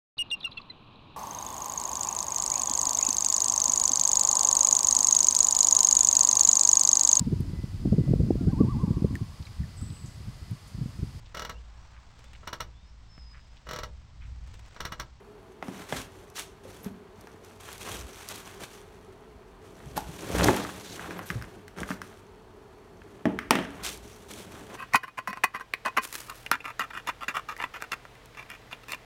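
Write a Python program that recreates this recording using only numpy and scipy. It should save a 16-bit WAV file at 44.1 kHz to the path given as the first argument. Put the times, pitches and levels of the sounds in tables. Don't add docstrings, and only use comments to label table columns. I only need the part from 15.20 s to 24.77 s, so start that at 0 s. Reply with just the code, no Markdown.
import sys
import numpy as np
from scipy import signal
from scipy.fft import rfft, irfft
from scipy.io import wavfile

SR = 44100
rng = np.random.default_rng(int(sys.argv[2]) if len(sys.argv) > 2 else 0)


def master_out(mix):
    frames = np.transpose(np.atleast_2d(mix))
    ceiling = np.clip(frames, -1, 1)
    pcm = np.round(ceiling * 32767).astype(np.int16)
    wavfile.write(sys.argv[1], SR, pcm)


N = 422037


def amp(db):
    return 10 ** (np.asarray(db) / 20)


def unit(x):
    return x / np.sqrt(np.mean(x ** 2) + 1e-20)


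def peaked(x):
    return x / (abs(x).max() + 1e-12)


def read(points, hz):
    f, value = np.transpose(points)
    return np.interp(np.log(hz + 1), np.log(f + 1), value)


def add(mix, s, sound):
    part = mix[max(round(s * SR), 0):][:len(sound)]
    part += sound[:len(part)]


def colour(x, points, size=8192):
    hz = np.fft.rfftfreq(size, 1 / SR) + 1
    octaves_out = abs(np.log2(hz / np.clip(hz, points[0][0], points[-1][0])))
    gain_db = np.maximum(read(points, hz) - 20 * octaves_out, -90)
    log_gain = np.log(amp(gain_db))
    circle = np.r_[log_gain, log_gain[-2:0:-1]]
    response = np.exp(np.conj(signal.hilbert(circle)))
    impulse = np.fft.ifft(response).real[:size // 2]
    return signal.oaconvolve(x, impulse)[:len(x)]


def tilted(points, tilt_db):
    hz, db = np.transpose(points)
    return np.c_[hz, db + tilt_db * np.log2(hz / hz[0])]


def spot(points, ripple_db, count=14):
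    hz = np.geomspace(points[0][0], points[-1][0], count)
    return np.c_[hz, read(points, hz) + ripple_db * rng.standard_normal(count)]


# (f/Hz, fade time/s)
ECHO_FADE = [(100, 0.57), (400, 0.44), (1000, 0.4), (2800, 0.46), (7000, 0.36), (15000, 0.32)]


def tail(size=16384):
    echoes = rng.standard_normal(size) * (np.arange(size) / SR > .005)
    hz, t, bands = signal.stft(echoes, SR, nperseg=256)
    fading = bands * amp(-60 * t / read(ECHO_FADE, hz)[:, None])
    decay = signal.istft(fading, SR, nperseg=256)[1][:size]
    return decay / np.linalg.norm(decay)


def room(x, wet_db):
    return x + amp(wet_db) * signal.oaconvolve(x, tail())[:len(x)]


def ring(modes, detune, size=16384):
    t = np.arange(size) / SR
    chance = rng.standard_normal((len(modes), 2))
    out = np.zeros(size)
    for (hz, db, t60), (louder, sharper) in zip(modes, chance):
        fade = amp(db + 2.86 * louder - 60 * t / t60)
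        out += fade * np.sin(2 * np.pi * hz * (1 + detune * sharper) * t)
    return peaked(out)


def contact(t60, chatter, size=16384):
    push = chatter * rng.standard_normal(size) * amp(-60 * np.arange(size) / SR / t60)
    push[0] += 1
    return push


def blow(points, t60, chatter, wet_db):
    push = contact(t60, chatter)
    echoes = amp(wet_db) * np.linalg.norm(push) * tail()
    return peaked(colour(push + echoes, points, size=4096))


def wobble(per_s):
    t = np.arange(N) / SR
    knots = rng.standard_normal(8192)
    return unit(np.interp(t * per_s, np.arange(len(knots)), knots))


def slips(per_s, spread_db, clump_db, clump_rate):
    uneven_db = spread_db * np.minimum(rng.exponential(1, N), 4)
    clumps_db = clump_db * np.minimum(wobble(clump_rate), 2)
    sign = rng.choice([-1., 1.], N)
    happens = rng.random(N) < per_s / SR
    return unit(amp(uneven_db + clumps_db) * sign * happens)


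def swells(rows):
    gain = np.zeros(N)
    for start, end, db in rows:
        length = max(int((end - start) * SR), 2)
        add(gain, start, amp(db) * signal.windows.tukey(length, .5))
    return gain


# (f/Hz, level/dB)
FLOOR = [(25, -11), (45, 1), (70, -6.5), (115, -7), (160, -9), (240, -9), (330, -13), (410, -4.5),
         (520, -17.5), (900, -13), (1760, -24.5), (4400, -34.5), (9000, -42.5), (16000, -49)]


def room_noise():
    return amp(-53.5) * unit(colour(rng.standard_normal(N), FLOOR))


# (f/Hz, width/Hz, level/dB)
FAN = [(95, 4.5, -63.5), (376.6, 7.3, -61), (419, 22, -59), (656, 7.4, -70), (4370, 98, -80.5)]


def fan():
    hz = np.fft.rfftfreq(N, 1 / SR)
    out = np.zeros(N)
    for centre, width, db in FAN:
        resonance = 1 / (1 + ((hz - centre) / width) ** 2)
        out += amp(db) * unit(irfft(rfft(rng.standard_normal(N)) * resonance, N))
    return out


# (start t/s, end t/s, level/dB)
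SHOVES = [(.73, .8, -45), (2.65, 2.9, -42), (4.07, 4.19, -50.5), (4.6, 4.98, -49), (5.1, 5.34, -33.5),
          (6.09, 6.25, -41), (6.58, 6.78, -46), (8.0, 9.0, -52.5)]
# (f/Hz, level/dB)
TABLE = [(45, -14.5), (64, 7.5), (78, -6.5), (100, -11.5), (150, -22)]


def shudders():
    return unit(colour(rng.standard_normal(N), TABLE)) * swells(SHOVES)


# (start t/s, end t/s, level/dB)
SQUEAKS = [(1.625, 1.675, -53), (4.764, 4.784, -42), (5.972, 6.003, -54), (6.05, 6.12, -55)]
# (f/Hz, level/dB)
SQUEAK = [(9500, -14), (11500, 5), (12800, -1), (14500, -9), (15800, -16)]


def squeaks():
    sound = slips(per_s=1500, spread_db=3, clump_db=2, clump_rate=90)
    return unit(colour(sound, SQUEAK)) * swells(SQUEAKS)


# (start t/s, end t/s, level/dB)
SWISHES = [(.756, .795, -40.5), (1.15, 1.23, -44), (5.195, 5.208, -35), (5.228, 5.25, -26),
           (5.38, 5.46, -45.5), (5.61, 5.79, -48.5), (8.63, 8.705, -40.5)]
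# (f/Hz, level/dB)
SWISH = [(1500, 0), (2600, -8), (3900, 1.5), (5000, -4), (6500, -3), (9000, -16)]


def swishes():
    sound = slips(per_s=9000, spread_db=2, clump_db=2, clump_rate=70)
    return unit(colour(sound, SWISH)) * swells(SWISHES)


# (t/s, level/dB, f/Hz)
BUMPS = [(0.485, -28.5, 187), (.728, -31.5, 148), (1.452, -36, 518), (1.662, -25, 201), (1.71, -37, 205),
         (4.664, -36.5, 140), (4.889, -32.5, 161), (5.149, -43, 181), (5.285, -16.5, 211),
         (5.29, -11.5, 834), (5.295, -17, 360), (5.297, -19, 620), (6.102, -29.5, 170.2),
         (6.154, -26, 119.3), (6.703, -33, 189)]


def bumps(size=8192):
    out = np.zeros(N)
    t = np.arange(size) / SR
    for s, db, hz in BUMPS:
        swell = (1 - np.exp(-t / 0.0019)) * amp(-60 * t * hz / 16)
        tone = np.sin(2 * np.pi * hz * t) + amp(-14) * np.sin(2 * np.pi * 1.95 * hz * t)
        add(out, s, amp(db) * peaked(swell * tone))
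    return out


# (t/s, level/dB)
SNAPS = [(1.101, -40), (1.645, -31), (2.0106, -38), (2.248, -38), (2.4094, -37), (2.5294, -26.5),
         (2.58, -31), (2.801, -34), (3.0881, -21.5), (3.1584, -28), (3.1832, -34), (3.5326, -38),
         (4.777, -20), (5.243, -9), (5.2739, -26), (5.3652, -17), (8.6365, -26), (8.775, -32)]
# (f/Hz, level/dB)
SNAP = [(2000, -21), (3500, -2), (5500, 3), (8000, -2), (10300, -1), (13000, -1), (15800, -15)]


def snaps():
    out = np.zeros(N)
    for s, db in SNAPS:
        add(out, s, amp(db) * blow(SNAP, t60=0.021, chatter=0.14, wet_db=-13.5))
    return out


# (t/s, level/dB)
POP = (4.777, -17)
# (f/Hz, level/dB, time to fade by 60 dB/s)
HOLLOW = [(283, -13.5, 0.099), (320, -14, .1), (685, -19, 0.13), (773, -9, 0.12), (850, 3.5, 0.05),
          (944, -6, 0.031), (1390, -10, 0.06)]


def pop():
    out = np.zeros(N)
    s, db = POP
    add(out, s, amp(db + 1.0) * room(ring(HOLLOW, detune=0.0036), wet_db=-10))
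    return out


# (f/Hz, level/dB)
CRACK = [(1500, -33), (3500, -13.5), (5500, -3.5), (7000, -14), (9400, -10), (11000, -18.5), (13500, -14.5),
         (16000, -20)]


def surface_crack(t60, chatter, wet_db):
    return blow(CRACK, t60, chatter, wet_db)


# (f/Hz, level/dB, time to fade by 60 dB/s)
PANEL = [(1120, -8, .07), (1390, 2, .06), (1710, 7, 0.044), (1853, -6, 0.055), (2050, -1, 0.11),
         (2500, -2.5, 0.075), (3095, -6, 0.043)]


def panel_ring(detune):
    return ring(PANEL, detune)


# (t/s, level/dB, tick level against the tap/dB, hardness/dB per octave)
TAPS = [(2.0712, -36.5, -17, -5), (5.449, -24.5, -27, -8), (5.497, -31.5, -34, 1), (5.7946, -27, -22, 0),
        (5.8433, -32, -26, -4), (5.908, -26, -26, -1), (5.9914, -25, -23.5, -4.5), (6.102, -18, -22.5, 3.5),
        (6.2141, -34, -20, -3), (6.223, -30.5, -12, -3), (6.2417, -34, -24, -2), (6.48, -36.5, -10, 8),
        (6.5854, -32, -13, -5), (6.6318, -20.5, -25, -2.5), (6.6895, -29, -19, -3),
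        (6.7052, -24.5, -17.5, -2), (6.7142, -24, -27, -4), (6.8168, -24.5, -16, -2.5),
        (7.8181, -40.5, -28, 2), (8.1888, -16.5, -20.5, 2), (8.4234, -32, -25, 8), (8.451, -29.5, -26, 2)]
# (f/Hz, level/dB)
EDGE = [(600, -16.5), (950, -8.5), (1230, 1), (1400, -3), (1600, 2), (1800, -2.5), (2030, -2.5), (2300, -9),
        (2530, -11), (3200, -17.5), (4500, -33)]


def taps():
    out = np.zeros(N)
    for s, db, tick_db, hardness_db in TAPS:
        tap = blow(tilted(EDGE, hardness_db), t60=0.018, chatter=0.14, wet_db=-9.0)
        tick = amp(tick_db + 9.0) * surface_crack(t60=0.015, chatter=0.21, wet_db=-10.0)
        panel = amp(-12) * panel_ring(detune=0.028)
        add(out, s + .0005, amp(db) * (tap + tick + panel))
    return out


# (t/s, level/dB, thud level/dB, crack level/dB, hardness/dB per octave)
KNOCKS = [(0.425, -23.5, -18, -27.5, -3), (0.482, -28, -8, -22, -7), (0.724, -14, -21, -40, -1.5),
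          (0.729, -31, -2.5, -27, 3), (5.284, -7, -34, -37, -6), (5.292, -19.5, -2, -27, -6.5),
          (6.616, -26, -15, -27, -10.5), (6.704, -30.5, -1, -28, -7), (8.054, -14.5, 0, -30, -3),
          (8.066, -38, 18.5, -32, 3), (8.307, -5.5, -12, -12.5, 0.5), (8.353, -14.5, -6.5, -26, 2.5),
          (8.387, -20, -3.5, -29, 2.5)]
# (f/Hz, level/dB)
CLACK = [(130, -24), (170, -7.5), (400, -1.5), (650, 1), (900, 0), (1200, -2.5), (1500, -5.5), (1850, -1.5),
         (2200, -6.5), (2500, -7.5), (3200, -9.5), (4500, -25), (9000, -31)]
# (f/Hz, level/dB, time to fade by 60 dB/s)
BOX = [(118, -13, .25), (147, -19, .15), (190, -7.5, 0.24), (243.7, -5.5, 0.24), (281, 3, 0.12),
       (348, -6, 0.092), (453, -12, 0.14), (636, -4, 0.071), (826, -10, .05)]


def knocks():
    out = np.zeros(N)
    for s, db, thud_db, crack_db, hardness_db in KNOCKS:
        clack = blow(tilted(CLACK, hardness_db), t60=0.022, chatter=0.24, wet_db=-7.0)
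        crack = amp(crack_db + 11.5) * surface_crack(t60=0.02, chatter=0.13, wet_db=-15.0)
        box = colour(ring(BOX, detune=0.024), [(150, 0), (1200, 0)])
        thud = amp(thud_db + 5.0) * box
        panel = amp(-17.5) * panel_ring(detune=.004)
        add(out, s + .001, amp(db + 0.5) * (clack + crack + room(thud + panel, wet_db=-6.0)))
    return out


LET_GO_DB_PER_S = 330
# (t/s, effort level/dB)
PULL = [(4.8, -40), (4.95, -26.5), (5.06, -20), (5.189, -6), (5.245, -2), (5.289, -0.5), (5.325, -13),
        (5.38, -12), (5.46, -20), (5.62, -26)]


def pull(t):
    s, effort_db = np.transpose(PULL)
    outside_s = abs(t - np.clip(t, s[0], s[-1]))
    return np.interp(t, s, effort_db) - LET_GO_DB_PER_S * outside_s


EASE_DB = 7.5
GRIP_DB_PER_S = 1400


def stroke(t, start, hardest, end):
    press_db = np.interp(t, [start, hardest, end], [-EASE_DB, 0, -EASE_DB])
    before_db = GRIP_DB_PER_S * np.maximum(start - t, 0)
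    after_db = LET_GO_DB_PER_S * np.maximum(t - end, 0)
    return amp(press_db - before_db - after_db)


# (start t/s, hardest t/s, end t/s, foam level/dB, card level/dB, box walls level/dB)
STROKES = [(0.43, 0.598, 0.68, -53.5, -46.5, -48), (0.692, 0.777, 0.82, -41.5, -40, -42.5),
           (0.906, 0.97, 1.11, -62.5, -60, -55), (1.158, 1.195, 1.225, -39, -41.5, -56),
           (1.44, 1.553, 1.64, -56, -55, -51.5), (1.643, 1.665, 1.68, -55, -45.5, -43),
           (1.957, 2.0, 2.22, -66.5, -61, -54), (2.227, 2.244, 2.38, -60, -61, -66),
           (2.403, 2.517, 2.57, -48.5, -47, -54), (2.598, 2.738, 2.814, -42, -40.5, -43.5),
           (2.84, 2.893, 2.93, -53.5, -49.5, -49), (2.93, 2.998, 3.09, -50.5, -47.5, -60),
           (3.084, 3.1, 3.21, -45, -44, -51), (3.232, 3.271, 3.37, -52.5, -46, -51),
           (3.399, 3.441, 3.454, -45.5, -42.5, -43), (3.484, 3.534, 3.61, -55, -52, -61),
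           (3.588, 3.612, 3.93, -67, -60, -66), (4.432, 4.7, 4.9, -60.5, -58, -50),
           (4.764, 4.771, 4.785, -39, -34.5, -33.5), (5.62, 5.752, 5.93, -49.5, -53, -45),
           (5.78, 5.81, 6, -64, -40.5, -44), (5.864, 5.947, 6.04, -57, -50, -40.5),
           (6.03, 6.087, 6.17, -50.5, -50, -51), (6.12, 6.156, 6.4, -60.5, -51.5, -46.5),
           (6.573, 6.601, 6.64, -50, -42, -36), (6.662, 6.71, 6.75, -49.5, -51, -45),
           (6.819, 6.84, 7, -59.5, -61, -56), (7.7, 7.92, 8.03, -70.5, -69, -55),
           (8.046, 8.078, 8.2, -69, -60, -44), (8.315, 8.34, 8.45, -58, -42, -42),
           (8.425, 8.58, 8.8, -62.5, -50, -47), (8.637, 8.648, 8.7, -36, -41, -55),
           (8.717, 8.746, 8.73, -38.5, -48, -59), (8.828, 8.83, 9.07, -55.5, -58, -52),
           (9.088, 9.108, 9.15, -46, -51, -43.5), (9.152, 9.182, 9.25, -48.5, -50, -42.5),
           (9.268, 9.334, 9.48, -54, -48.5, -44.5), (9.494, 9.555, 9.56, -52.5, -42, -41.5)]
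# one level/dB each for foam, card, walls
RESTING_DB = [-74.5, -63, -61]
# (level/dB at full effort, dB per dB of effort)
PULL_ANSWER = [(-35, 0.67), (-26.5, 0.9), (-20.5, 1.04)]


def handling(count=5000):
    t = np.linspace(0, N / SR, count)
    power = []
    for rest_db, (full_db, slope) in zip(RESTING_DB, PULL_ANSWER):
        power.append(amp(rest_db) ** 2 + amp(full_db + slope * pull(t)) ** 2)
    power = np.array(power)
    for start, hardest, end, *levels_db in STROKES:
        power += np.outer(amp(levels_db), stroke(t, start, hardest, end)) ** 2
    return [np.interp(np.arange(N) / SR, t, gain) for gain in np.sqrt(power)]


# (f/Hz, level/dB)
BOOM = [(40, -33), (65, 1.5), (95, -0.5), (115, 0.5), (135, -3.5), (190, 6), (240, -4), (290, 1),
        (400, -1.5), (550, -4), (800, -9), (1300, -30.5)]


def walls_boom():
    shaking = slips(per_s=2500, spread_db=2.5, clump_db=2.0, clump_rate=60)
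    return amp(-0.5) * unit(colour(shaking, BOOM))


# (f/Hz, level/dB)
SCRAPE = [(350, -9.5), (600, 2), (850, 2), (1100, 4.5), (1600, 2.5), (2400, -5.5), (3300, -7), (4300, -20),
          (5500, -34.5)]


def card_scrape(fine):
    catches = slips(per_s=300, spread_db=2.5, clump_db=7.0, clump_rate=39)
    return amp(-2.0) * unit(colour(fine + amp(-3) * catches, SCRAPE))


# (f/Hz, level/dB)
RUSTLE = [(1290, -34.5), (2200, -4.5), (2550, -1.5), (4490, -3), (4880, -6.5), (6010, -3), (9480, -6.5),
          (10400, -8.5), (15100, -13), (16000, -23)]


def foam_rustle(fine):
    crackle = np.zeros(N)
    for _ in range(6):
        releases = slips(per_s=35, spread_db=4, clump_db=2, clump_rate=30)
        crackle += colour(releases, spot(RUSTLE, ripple_db=6))
    return amp(-0.13) * (unit(colour(fine, RUSTLE)) + amp(-5) * unit(crackle))


def rubbing():
    foam_gain, card_gain, walls_gain = handling()
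    fine = slips(per_s=14000, spread_db=3.5, clump_db=2.0, clump_rate=130)
    foam = foam_rustle(fine) * foam_gain
    card = card_scrape(fine) * card_gain
    walls = walls_boom() * walls_gain
    return foam + card + walls


def scene():
    background = room_noise() + fan()
    sliding = shudders() + squeaks() + swishes()
    hits = room(bumps(), wet_db=-9.0) + snaps() + pop() + taps() + knocks()
    mix = background + hits + room(rubbing() + sliding, wet_db=-12.5)
    return mix[None]


def record(dry):
    bass_cut = signal.butter(3, 33, "highpass", fs=SR, output="sos")
    lean = signal.sosfilt(bass_cut, dry)
    treble_cut = signal.firwin(511, 15900, window=("kaiser", 9), fs=SR)
    return signal.oaconvolve(lean, treble_cut[None], "same")


dry = scene()
out = record(dry)
master_out(out)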